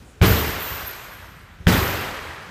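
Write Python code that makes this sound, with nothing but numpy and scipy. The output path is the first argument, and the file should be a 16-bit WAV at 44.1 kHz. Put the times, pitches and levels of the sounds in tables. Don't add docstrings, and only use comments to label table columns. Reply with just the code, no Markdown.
import sys
import numpy as np
from scipy import signal
from scipy.io import wavfile
from scipy.ndimage import minimum_filter1d

SR = 44100
rng = np.random.default_rng(int(sys.argv[2]) if len(sys.argv) > 2 else 0)


def pcm_store(signal):
    levels = np.round(np.clip(np.atleast_2d(signal), -1, 1) * 32767)
    wavfile.write(sys.argv[1], SR, levels.astype(np.int16).T)


def amplitude_ratio(level_db):
    exponent = np.asarray(level_db, float) / 20
    return 10 ** exponent


N = 110250
T = np.arange(N) / SR

# (time [s], boom level [dB], slap level [dB], slap layer spacing [s], tail level [dB])
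KICKS = [
    (0.2152, -6, 0, 0.00129, -16),
    (1.6694, -6.5, 5, 0.0006, -15.5),
]
# (frequency [Hz], level [dB], t60 [s])
MODES = [(49, -40, 0.39), (69, -23, 0.66), (76.22, -10, 0.8), (86.4, -21, 1), (100.94, -3.5, 0.52),
         (119.2, -11, 0.69), (139, -27, 0.79), (179.9, -0.5, 0.31), (232, -24, 0.48), (307, -10, 0.28),
         (384, -6, 1), (445.5, -5, 1), (538, -4, 0.71)]
# (frequency [Hz], density [dB per Hz])
TAIL_SPECTRUM = [(30, -9), (80, -5.5), (250, -11), (700, -19.5), (1600, -20), (4000, -28.5), (10000, -40.5),
                 (16000, -35)]
# (frequency [Hz], t60 [s])
ROOM_DECAY = [(60, 1.32), (200, 1.126), (600, 2.08), (1500, 2.77), (2500, 2.324), (5000, 1.784),
              (9000, 1.77), (13000, 1.3)]
# (time [s], level [dB])
THUDS = [(.002, -33.5), (0.266, -12), (0.304, -7.5), (.375, -25), (0.481, -19.5), (.71, -21),
         (0.832, -26.5), (1.118, -54.5), (1.602, -26.5), (1.726, -24), (1.777, -11.5), (1.815, -24),
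         (1.938, -22), (2.059, -27.5), (2.216, -28.5), (2.282, -34)]
# (time [s], level [dB], length [s], side links relative to main links [dB])
JOLTS = [(0.24, -22, 0.12, -5.5), (0.251, -24, 0.05, 5.5), (0.372, -28, 0.021, 6), (0.451, -31.5, 0.08, -3),
         (0.577, -32.5, 0.15, 3), (.74, -47, 0.13, -11), (0.853, -21, 0.022, -18), (0.964, -58, 0.03, -53),
         (1.103, -43.5, 0.045, -31), (1.19, -65, 0.02, -20), (1.704, -28, 0.15, -3.5),
         (1.736, -36, 0.15, -10.5), (1.806, -32, .07, -2), (1.944, -43, 0.028, -5),
         (2.02, -38.5, 0.017, -2), (2.205, -83, 0.042, -26)]
LINK_HZ = [11900, 12050, 12650, 12800, 12950, 13070, 13330, 13480, 13800, 14080, 14350, 14520, 14800, 15150]
# (level [dB], t60 [s])
LINK_RINGS = [(-9, .09), (-14, .06), (-4, .11), (-2, .14), (-4, .1), (1, .2), (-2, .11), (-4, .11),
              (-3, .14), (-6, .09), (-6, .09), (-5, .11), (-8, .07), (-11, .06)]
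# (frequency [Hz], density [dB per Hz])
HUSH_SPECTRUM = [(15, -36), (25, -5.5), (96, -4), (119, -7.5), (183, -12.5), (267, -17), (648, -23.5),
                 (8130, -39), (15500, -47.5)]


def at_hz(points, hz):
    table = np.array(points)
    return np.interp(np.log(hz), np.log(table[:, 0]), table[:, 1])


def rms_one(x):
    return x / np.sqrt(np.mean(x ** 2) + 1e-20)


def click(time_s, level_db):
    x = np.zeros(N)
    x[int(time_s * SR)] = amplitude_ratio(level_db)
    return x


def ring(clicks, hz, t60_s):
    r = amplitude_ratio(-60 / (t60_s * SR))
    w = 2 * np.pi * hz / SR
    return signal.lfilter([0, np.sin(w)], [1, -2 * r * np.cos(w), r * r], clicks + 1e-18)


def low(x, hz):
    r = np.exp(-2 * np.pi * hz / SR)
    return signal.lfilter([(1 - r) ** 2], [1, -2 * r, r * r], x)


def bandpass(x, order, low_hz, high_hz):
    return signal.sosfilt(signal.butter(order, [low_hz, high_hz], "band", fs=SR, output="sos"), x)


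def bands(spectrum, lump_db, lump_hz):
    white = rng.standard_normal((2, N))
    edges_hz = 25 * 2 ** np.arange(0, 9.5, 1 / 3)
    centres_hz = np.sqrt(edges_hz[1:] * edges_hz[:-1])
    shared = rms_one(low(rng.standard_normal(N), lump_hz))
    out = []
    for k, centre_hz in enumerate(centres_hz):
        noise = bandpass(white[k % 2], 2, edges_hz[k], edges_hz[k + 1])
        own = rms_one(low(np.roll(white[1 - k % 2], 3001 * k), lump_hz))
        flicker_db = lump_db * (0.4 * shared + own)
        out.append(noise * amplitude_ratio(at_hz(spectrum, centre_hz) + flicker_db))
    return centres_hz, np.array(out) / np.sqrt(np.mean(np.sum(out, axis=0) ** 2))


def dying(hz, t):
    t60_s = at_hz(ROOM_DECAY, hz)[:, None]
    return amplitude_ratio(-60 * np.maximum(t, 0) / t60_s) * (t >= 0)


def air_dent(t):
    squash_s, release_s, level_db = 0.008, 0.0025, -0.5
    return -amplitude_ratio(level_db) * np.clip(1 + t / squash_s, 0, 1) ** 2 * np.exp(-np.maximum(t, 0) / release_s)


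def boom(time_s, level_db):
    push_lag_s, contact_hz = 0.0013, 238
    push = low(click(time_s + push_lag_s, level_db), contact_hz)
    return sum(amplitude_ratio(db + rng.normal(0, 1.4)) * ring(push, hz, t60_s) for hz, db, t60_s in MODES)


def slap(time_s, level_db, layer_s):
    loss_db, soft_hz, slap_hz, t60_s = 3, 5500, 2300, 0.0012
    snaps = sum(click(time_s + j * layer_s, level_db - j * loss_db) for j in range(3))
    return -ring(low(snaps, soft_hz), slap_hz, t60_s)


def kick_tail(t, level_db, tilt_db_per_octave):
    build_s, early_db, early_s = 0.0073, 4, 0.18
    hz, noise = bands(TAIL_SPECTRUM, lump_db=1.5, lump_hz=60)
    tilt = amplitude_ratio(tilt_db_per_octave * np.log2(hz / 1000))[:, None]
    late_s = np.maximum(t, 0)
    swell = (1 - np.exp(-late_s / build_s)) * amplitude_ratio(level_db + early_db * np.exp(-late_s / early_s))
    return swell * np.sum(tilt * noise * dying(hz, t), axis=0)


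def kicks():
    out = np.zeros(N)
    for k, (time_s, boom_db, slap_db, layer_s, tail_db) in enumerate(KICKS):
        t = T - time_s
        out += air_dent(t) + boom(time_s, boom_db) + slap(time_s, slap_db, layer_s)
        out += kick_tail(t, tail_db, tilt_db_per_octave=0.05 * k)
    return out


def thuds():
    contact_hz, damping = 102, 0.53
    mix_db = rng.normal(0, 1.86, (len(THUDS), len(MODES)))
    out = np.zeros(N)
    for k, (hz, mode_db, t60_s) in enumerate(MODES):
        blows = sum(click(time_s, db + m) for (time_s, db), m in zip(THUDS, mix_db[:, k]))
        out += amplitude_ratio(mode_db) * ring(low(blows, contact_hz), hz, damping * t60_s)
    return out


def room(x):
    hz, noise = bands([(20, 0), (20000, 0)], lump_db=1.5, lump_hz=40)
    answer = np.sum(noise * dying(hz, T - 0.008), axis=0)
    return signal.fftconvolve(x, answer)[:N] / np.sqrt(0.03 * SR)


def link_knocks():
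    rise_s, knocks_per_s, spread_db = 0.012, 1500, 3.0
    power = np.zeros((2, N))
    for time_s, db, length_s, side_db in JOLTS:
        t = np.maximum(T - time_s, 0)
        envelope = (1 - np.exp(-t / rise_s)) ** 2 * np.exp(-(t / length_s) ** 2)
        power += amplitude_ratio(2 * np.array([[db + side_db], [db]])) * envelope
    born = rng.random(N) < knocks_per_s / SR
    size = amplitude_ratio(spread_db * np.minimum(rng.exponential(1, N), 3)) * rng.choice([-1, 1], N)
    return np.sqrt(power) * rms_one(born * size)


def chain():
    detune, tick_db, ring_wet_db, tick_wet_db = 0.009, -11.5, -15.5, 6.5
    knocks = link_knocks()
    rings = np.zeros(N)
    for hz, (db, t60_s) in zip(LINK_HZ, LINK_RINGS):
        row = int(12500 < hz < 13200)
        for off in rng.uniform(-1.03, 1, size=4):
            hits = knocks[row] * rng.standard_normal(N)
            rings += amplitude_ratio(db) * ring(hits, hz * (1 + detune * off), t60_s) / np.sqrt(t60_s * SR)
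    ticks = amplitude_ratio(tick_db) * bandpass(knocks[0], 1, 900, 3500)
    return rings + ticks + room(amplitude_ratio(ring_wet_db) * rings + amplitude_ratio(tick_wet_db) * ticks)


def hush():
    hush_db, earlier_db = -45, -51.5
    air = np.sum(bands(HUSH_SPECTRUM, lump_db=3.5, lump_hz=2.7)[1], axis=0)
    hz, noise = bands(TAIL_SPECTRUM, lump_db=1.5, lump_hz=30)
    return amplitude_ratio(hush_db) * air + amplitude_ratio(earlier_db) * np.sum(noise * dying(hz, T), axis=0)


def scene():
    return np.tile(kicks() + thuds() + chain() + hush(), (2, 1))


def gain_control(x):
    knee_db, squeeze, release_db_per_s, attack_s = -26, 0.076, 24, 0.012
    level_db = 10 * np.log10(low(x ** 2, 37) + 1e-12)
    release_db = release_db_per_s * T
    held_db = np.maximum.accumulate(level_db + release_db) - release_db
    cut_db = low(squeeze * np.maximum(held_db - knee_db, 0), 1 / (2 * np.pi * attack_s))
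    return x * amplitude_ratio(-cut_db)


def drop_masked(x):
    mask_db, tilt_db_per_khz, from_hz, wobble_db = -28, 2, 11200, 4
    hz, _, z = signal.stft(x, SR, nperseg=2048)
    hz = hz[:-1]
    power = np.abs(z[:1024]) ** 2 + 1e-20
    band = np.repeat(power.reshape(128, 8, -1).mean(axis=1), 8, axis=0)
    mids = power[(hz > 800) & (hz < 3000)].mean(axis=0)
    mids = minimum_filter1d(mids, size=5)
    frames = len(mids)
    wobble = wobble_db * np.repeat(rng.standard_normal(frames), 2)[:frames]
    wobble = wobble + np.repeat(rng.normal(0, 2, (128, frames)), 8, axis=0)
    tilt_db = tilt_db_per_khz * (hz[:, None] - 13000) / 1000
    limit = amplitude_ratio(1.85 * (mask_db + tilt_db + wobble)) * mids
    z[:-1] *= (band > limit) | (hz[:, None] < from_hz)
    return signal.istft(z, SR, nperseg=2048)[1][:N]


def top_cut(x):
    return signal.sosfilt(signal.butter(12, 16040, fs=SR, output="sos"), x)


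def record(dry):
    mic_low_hz, peak, cutoff_hz = 44, 1.11, 15330
    x = signal.sosfilt(signal.butter(3, mic_low_hz, "high", fs=SR, output="sos"), dry[0])
    x = peak * np.tanh(gain_control(x) / peak)
    x = signal.sosfilt(signal.ellip(10, 0.5, 60, cutoff_hz, fs=SR, output="sos"), x)
    mix = np.tile(drop_masked(x), (2, 1))
    return top_cut(mix)


dry = scene()
out = record(dry)
pcm_store(out)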